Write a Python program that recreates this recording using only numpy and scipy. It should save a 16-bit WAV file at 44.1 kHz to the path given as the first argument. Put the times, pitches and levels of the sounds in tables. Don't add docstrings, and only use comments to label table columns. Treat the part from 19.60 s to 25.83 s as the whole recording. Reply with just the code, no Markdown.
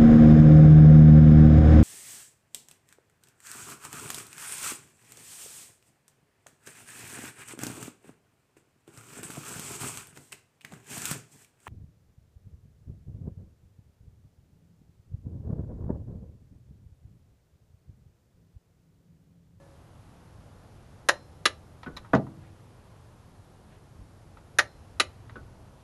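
import sys
import numpy as np
from scipy import signal
from scipy.fft import rfft, irfft
from scipy.io import wavfile
from scipy.ndimage import map_coordinates

SR = 44100
rng = np.random.default_rng(int(sys.argv[2]) if len(sys.argv) > 2 else 0)


def transcribe(u):
    v = np.clip(np.atleast_2d(u).T, -1, 1)
    q = np.round(v * 32767).astype(np.int16)
    wavfile.write(sys.argv[1], SR, q)


N = 274952

# pitch_hz, level_db
TAP_NOISE = [(300, -4), (700, 1.5), (1300, 1.5), (2400, -1.5), (4000, -2.5), (6500, -11), (9000, -11),
             (12000, -30)]


def undb(db):
    return 10 ** (np.asarray(db) / 20)


def add(track, start_s, sound):
    start = int(start_s * SR)
    track[start:start + len(sound)] += sound[:N - start]


def dull(sound, cutoff_hz):
    return signal.sosfilt(signal.butter(2, min(cutoff_hz, .45 * SR), fs=SR, output="sos"), sound)


def noise_bands(spectrum, size):
    points_hz, db = np.transpose(spectrum)
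    octave = np.log2(np.maximum(np.fft.rfftfreq(size, 1 / SR), 1))
    gain = undb(np.interp(octave, np.log2(points_hz), db))
    gain *= np.sqrt(size / np.sum(gain ** 2) / 2)
    centres = np.arange(4, 14.1, .5)[:, None]
    share = np.sqrt(np.maximum(1 - 2 * np.abs(octave - centres), 0))
    noise = rng.standard_normal((len(centres), size))
    return 2 ** centres, irfft(rfft(noise) * share * gain, size)


def fade(hz, ring_s, hold_s, linger=0.71, settle_s=0.00025):
    t = np.arange(SR) / SR
    free_s = np.maximum(t - hold_s, 0)
    rise = 1 - np.exp(-2 * t * hz)
    drop = linger + (1 - linger) * np.exp(-free_s / settle_s)
    return rise * drop * np.exp(-np.log(1000) * free_s / ring_s)


def ring(tones, hold_s=0, detune=0.0011):
    hz, db, ring_s = np.transpose(tones)[:, :, None]
    chance = rng.standard_normal((len(tones), 2))
    cycles = hz * (1 + detune * chance[:, :1]) * np.arange(SR) / SR + chance[:, 1:]
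    return np.sum(undb(db) * fade(hz, ring_s, hold_s) * np.sin(2 * np.pi * cycles), axis=0)


def hit(tones, noise, noise_db, ring_s, slope, hold_s):
    hz, bands = noise_bands(noise, SR)
    stretch = (1000 / hz) ** slope
    crack = np.sum(bands * fade(hz, ring_s * stretch, hold_s * stretch), axis=0)
    return ring(tones, hold_s) + undb(noise_db) * crack


def drift(rate_hz):
    steps = rng.standard_normal(512)
    return map_coordinates(steps, [np.arange(N) / SR * rate_hz], order=2, mode="wrap")


def outdoors(level_db=-51.7, swell_db=1.0, flicker_db=0.74):
    # pitch_hz, level_db
    rumble_noise = [(20, -16), (45, -7), (70, -3.5), (95, 0), (120, -3), (160, -8.5), (250, -14.5),
                    (400, -17.5), (800, -20), (1300, -25.5), (2200, -34.5), (4500, -39.5), (12000, -47)]
    _, bands = noise_bands(rumble_noise, N)
    rumble = sum(band * undb(flicker_db * drift(3.2)) for band in bands)
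    return rumble * undb(level_db - swell_db * drift(0.91))


def fading_steel():
    # pitch_hz, level_db, ring_s
    fading_tones = [(553, -53, 1), (1720, -62, 0.49)]
    return ring(fading_tones)


def snap(tones, noise, bright_db, noise_db, spread_s):
    # pitch_hz, level_db
    bright_noise = [(3000, -14), (6000, -3), (9000, 3), (10500, -3), (12000, -15.5)]
    hz, bands = noise_bands(bright_noise, SR)
    click = np.sum(bands * fade(hz, ring_s=.014, hold_s=.0011), axis=0)
    spreading = 1 - np.exp(-np.arange(SR) / SR / spread_s)
    body = hit(tones, noise, noise_db, ring_s=.065, slope=.048, hold_s=.0085)
    return undb(bright_db) * click + spreading * body


def wrench():
    # start_s, level_db, sing_db
    trips = [(1.4872, -13, -48.5), (4.9863, -11.8, -50.5)]
    resets = [(1.8545, -12.7, -62), (5.3983, -13.7, -62)]
    # pitch_hz, level_db, ring_s
    trip_tones = [(342, -20.5, 0.12), (573, -17.5, .09), (659, -22, 0.083), (903, -23, 0.081),
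                  (1055, -16, 0.041), (1203, -11.5, 0.064), (1342, -16.5, .07), (1519, -13, 0.068),
                  (1637, -5.5, 0.072), (1738, -4.5, 0.0351), (1874, -4.5, 0.069), (2018, -11.5, .04),
                  (2365, -21.5, 0.0496), (2560, -16.5, 0.044), (2790, -18, .04), (3570, -20.5, .04),
                  (3768, -18.5, 0.1), (4084, -13, .04), (5452, -22.5, .04), (5925, -20, .028),
                  (7080, -26.5, .04), (9870, -24.5, 0.045)]
    reset_tones = [(372, -18, 0.11), (579.6, -26.5, .11), (1212, -7, .04), (1340, -22, 0.048),
                   (1536, -16.5, .05), (1652, -17.5, .05), (1783, -16, .05), (1983, -10.5, 0.055),
                   (2377, -17.5, 0.044), (2570, -17, 0.079), (2870, -16.5, .045), (2958, -14.5, .05),
                   (3530, -17, .045), (3860, -10.5, .05), (3920, -13.5, .05), (4085, -8, 0.025),
                   (4520, -18, 0.055), (4370, -22.5, .04), (5520, -18, 0.035), (10100, -22, 0.028)]
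    steel_tones = [(3628, -16, .5), (4118, -1, .5), (4199, -7, .35), (5060, -22, .9), (5286, -13, .95)]
    # pitch_hz, level_db
    trip_noise = [(150, -20.5), (300, -10.5), (600, 0), (850, -3), (1700, 2.5), (2900, -7), (4500, -9),
                  (6200, -8), (10500, -18.5), (12000, -28)]
    reset_noise = [(150, -13.5), (300, -3.5), (600, 1), (850, -3.5), (1300, 3), (4000, -2), (5000, -8.5),
                   (7200, -6.5), (10300, -12), (12000, -28.5)]
    out = np.zeros(N)
    for start_s, level_db, sing_db in trips:
        trip = snap(trip_tones, trip_noise, bright_db=-6, noise_db=-3.5, spread_s=.0012)
        add(out, start_s, undb(level_db) * trip)
        add(out, start_s, undb(sing_db) * ring(steel_tones))
    for start_s, level_db, sing_db in resets:
        reset = snap(reset_tones, reset_noise, bright_db=-12, noise_db=-3, spread_s=.00096)
        add(out, start_s, undb(level_db) * reset)
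        add(out, start_s, undb(sing_db) * ring(steel_tones, detune=.0005))
    return out


def hood_echo(sound, level_db=-19.5, ring_s=0.2, slope=0.096, delay_s=0.0086):
    # pitch_hz, level_db
    echo_noise = [(100, 1.0), (600, 4.5), (1500, -8), (4000, -7), (12000, -6)]
    hz, bands = noise_bands(echo_noise, SR)
    tail = np.sum(bands * fade(hz, ring_s * (1000 / hz) ** slope, hold_s=0), axis=0)
    tail /= np.sqrt(np.sum(tail ** 2))
    out = np.zeros(N)
    add(out, delay_s, signal.fftconvolve(sound, tail)[:N])
    return undb(level_db) * out


def tick(cutoff_hz):
    # pitch_hz, level_db, ring_s
    bar_tones = [(942, -2.5, .04), (1298, 0.5, 0.035), (1590, -10, 0.068), (1886, -4, 0.032),
                 (2890, -33, .035)]
    return dull(hit(bar_tones, TAP_NOISE, noise_db=-1, ring_s=.1, slope=.17, hold_s=.0025), cutoff_hz)


def extension_ticks(fall_back_s=.012, quieter_db=9):
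    # start_s, level_db, cutoff_hz
    ticks = [(2.2313, -42, 4400), (2.447, -43.5, 1280), (4.771, -48.5, 2200), (5.695, -45.5, 2930)]
    out = np.zeros(N)
    for start_s, level_db, cutoff_hz in ticks:
        add(out, start_s, undb(level_db) * tick(cutoff_hz))
        add(out, start_s + fall_back_s, undb(level_db - quieter_db) * tick(cutoff_hz=1600))
    return out


def socket_knocks():
    # start_s, level_db, cutoff_hz
    knocks = [(2.262, -35.5, 6000), (5.757, -40, 5000)]
    # pitch_hz, level_db, ring_s
    socket_tones = [(225, -5, .16), (274, -7, .16), (368, -10, .12), (476, -9, .2), (1100, -13, .08),
                    (1321, -14, .08), (1483, -5, .11), (1490, -20, .7)]
    # pitch_hz, level_db
    socket_noise = [(120, 2), (300, 4), (750, -9), (1400, 1.5), (2200, -14.5), (4000, -24), (8000, -38)]
    out = np.zeros(N)
    for start_s, level_db, cutoff_hz in knocks:
        knock = hit(socket_tones, socket_noise, noise_db=-4, ring_s=.17, slope=.52, hold_s=.015)
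        add(out, start_s, undb(level_db) * dull(knock, cutoff_hz))
    return out


def ratchet():
    # start_s, level_db
    drops = [(2.366, -40), (2.370, -33)]
    # pitch_hz, level_db, ring_s
    catch_tones = [(1024, -8.5, 0.059), (1167, -12, 0.068), (1916, -8.5, 0.045), (2970, -19, .04),
                   (3750, -10, .04), (4014, -2.5, 0.038), (5250, -14, .04), (11400, -22.5, .04)]
    out = np.zeros(N)
    for start_s, level_db in drops:
        click = hit(catch_tones, TAP_NOISE, noise_db=-6, ring_s=.083, slope=.16, hold_s=.0031)
        add(out, start_s, undb(level_db) * click)
    return out


def bodywork_bump(start_s=2.533, level_db=-11.5, first_gap_s=.0148, loss_db=6.6):
    # pitch_hz, level_db, ring_s
    panel_tones = [(107, -23, .45), (130, -13, .3), (177, -4, .12), (285, -3, .1), (327, -31, 1.1),
                   (366, -12, .11), (476, -11, .16), (640, -5, .09), (802, -12, .12), (982, -14, .11),
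                   (1106, -13, .09), (1230, -17, .08), (1480, -8, .07), (1736, -22, .06), (1932, -21, .05)]
    # pitch_hz, level_db
    panel_noise = [(25, -47), (60, -24), (130, -5.5), (230, 0), (450, -11), (750, -10), (1400, -15.5),
                   (2000, -26), (2800, -30), (5000, -42), (12000, -30)]
    hard_hz, soft_hz, cushion_s = 4240, 190, .017
    rattle_db, rattle_loss_db, rattle_lag_s = -31, 10.5, .001
    out = np.zeros(N)
    for bounce in range(5):
        after_s = first_gap_s * bounce ** 2
        cutoff_hz = soft_hz + (hard_hz - soft_hz) * np.exp(-after_s / cushion_s)
        thud = hit(panel_tones, panel_noise, noise_db=-5.5, ring_s=.13, slope=.42, hold_s=.0078)
        add(out, start_s + after_s, undb(level_db - bounce * loss_db) * dull(thud, cutoff_hz))
        if bounce % 2:
            earlier = bounce // 2
            rattle = undb(rattle_db - earlier * rattle_loss_db) * tick(cutoff_hz=6900 * .135 ** earlier)
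            add(out, start_s + after_s + rattle_lag_s, rattle)
    return out


def sleeve():
    # peak_s, length_s, pitch_hz, level_db
    swells = [(2.85, 0.11, 1200, -65), (4.139, 0.082, 1500, -65), (4.41, 0.084, 49.5, -45.5)]
    out, t = np.zeros(N), np.arange(N) / SR
    for peak_s, length_s, pitch_hz, level_db in swells:
        band = signal.butter(2, [pitch_hz / 2, pitch_hz * 2], "band", fs=SR, output="sos")
        noise = signal.sosfilt(band, rng.standard_normal(N))
        swell = np.exp(-(2 * (t - peak_s) / length_s) ** 2)
        out += undb(level_db) * noise / noise.std() * swell
    return out


def scene():
    metal = wrench() + extension_ticks() + socket_knocks() + ratchet() + bodywork_bump()
    add(metal, 0, fading_steel())
    return (metal + hood_echo(metal) + sleeve() + outdoors())[None]


def record(dry, notch_hz=8100, notch_width_hz=1000, hiss_db=-69.5, top_hz=11900):
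    notch = signal.iirnotch(notch_hz, notch_hz / notch_width_hz, fs=SR)
    heard = signal.lfilter(*notch, signal.lfilter(*notch, dry))
    heard = .9 * np.tanh(heard / .9)
    heard += undb(hiss_db) * rng.standard_normal(dry.shape)
    treble_cut = signal.ellip(10, .2, 70, top_hz, fs=SR, output="sos")
    return signal.sosfilt(treble_cut, heard)


dry = scene()
out = record(dry)
transcribe(out)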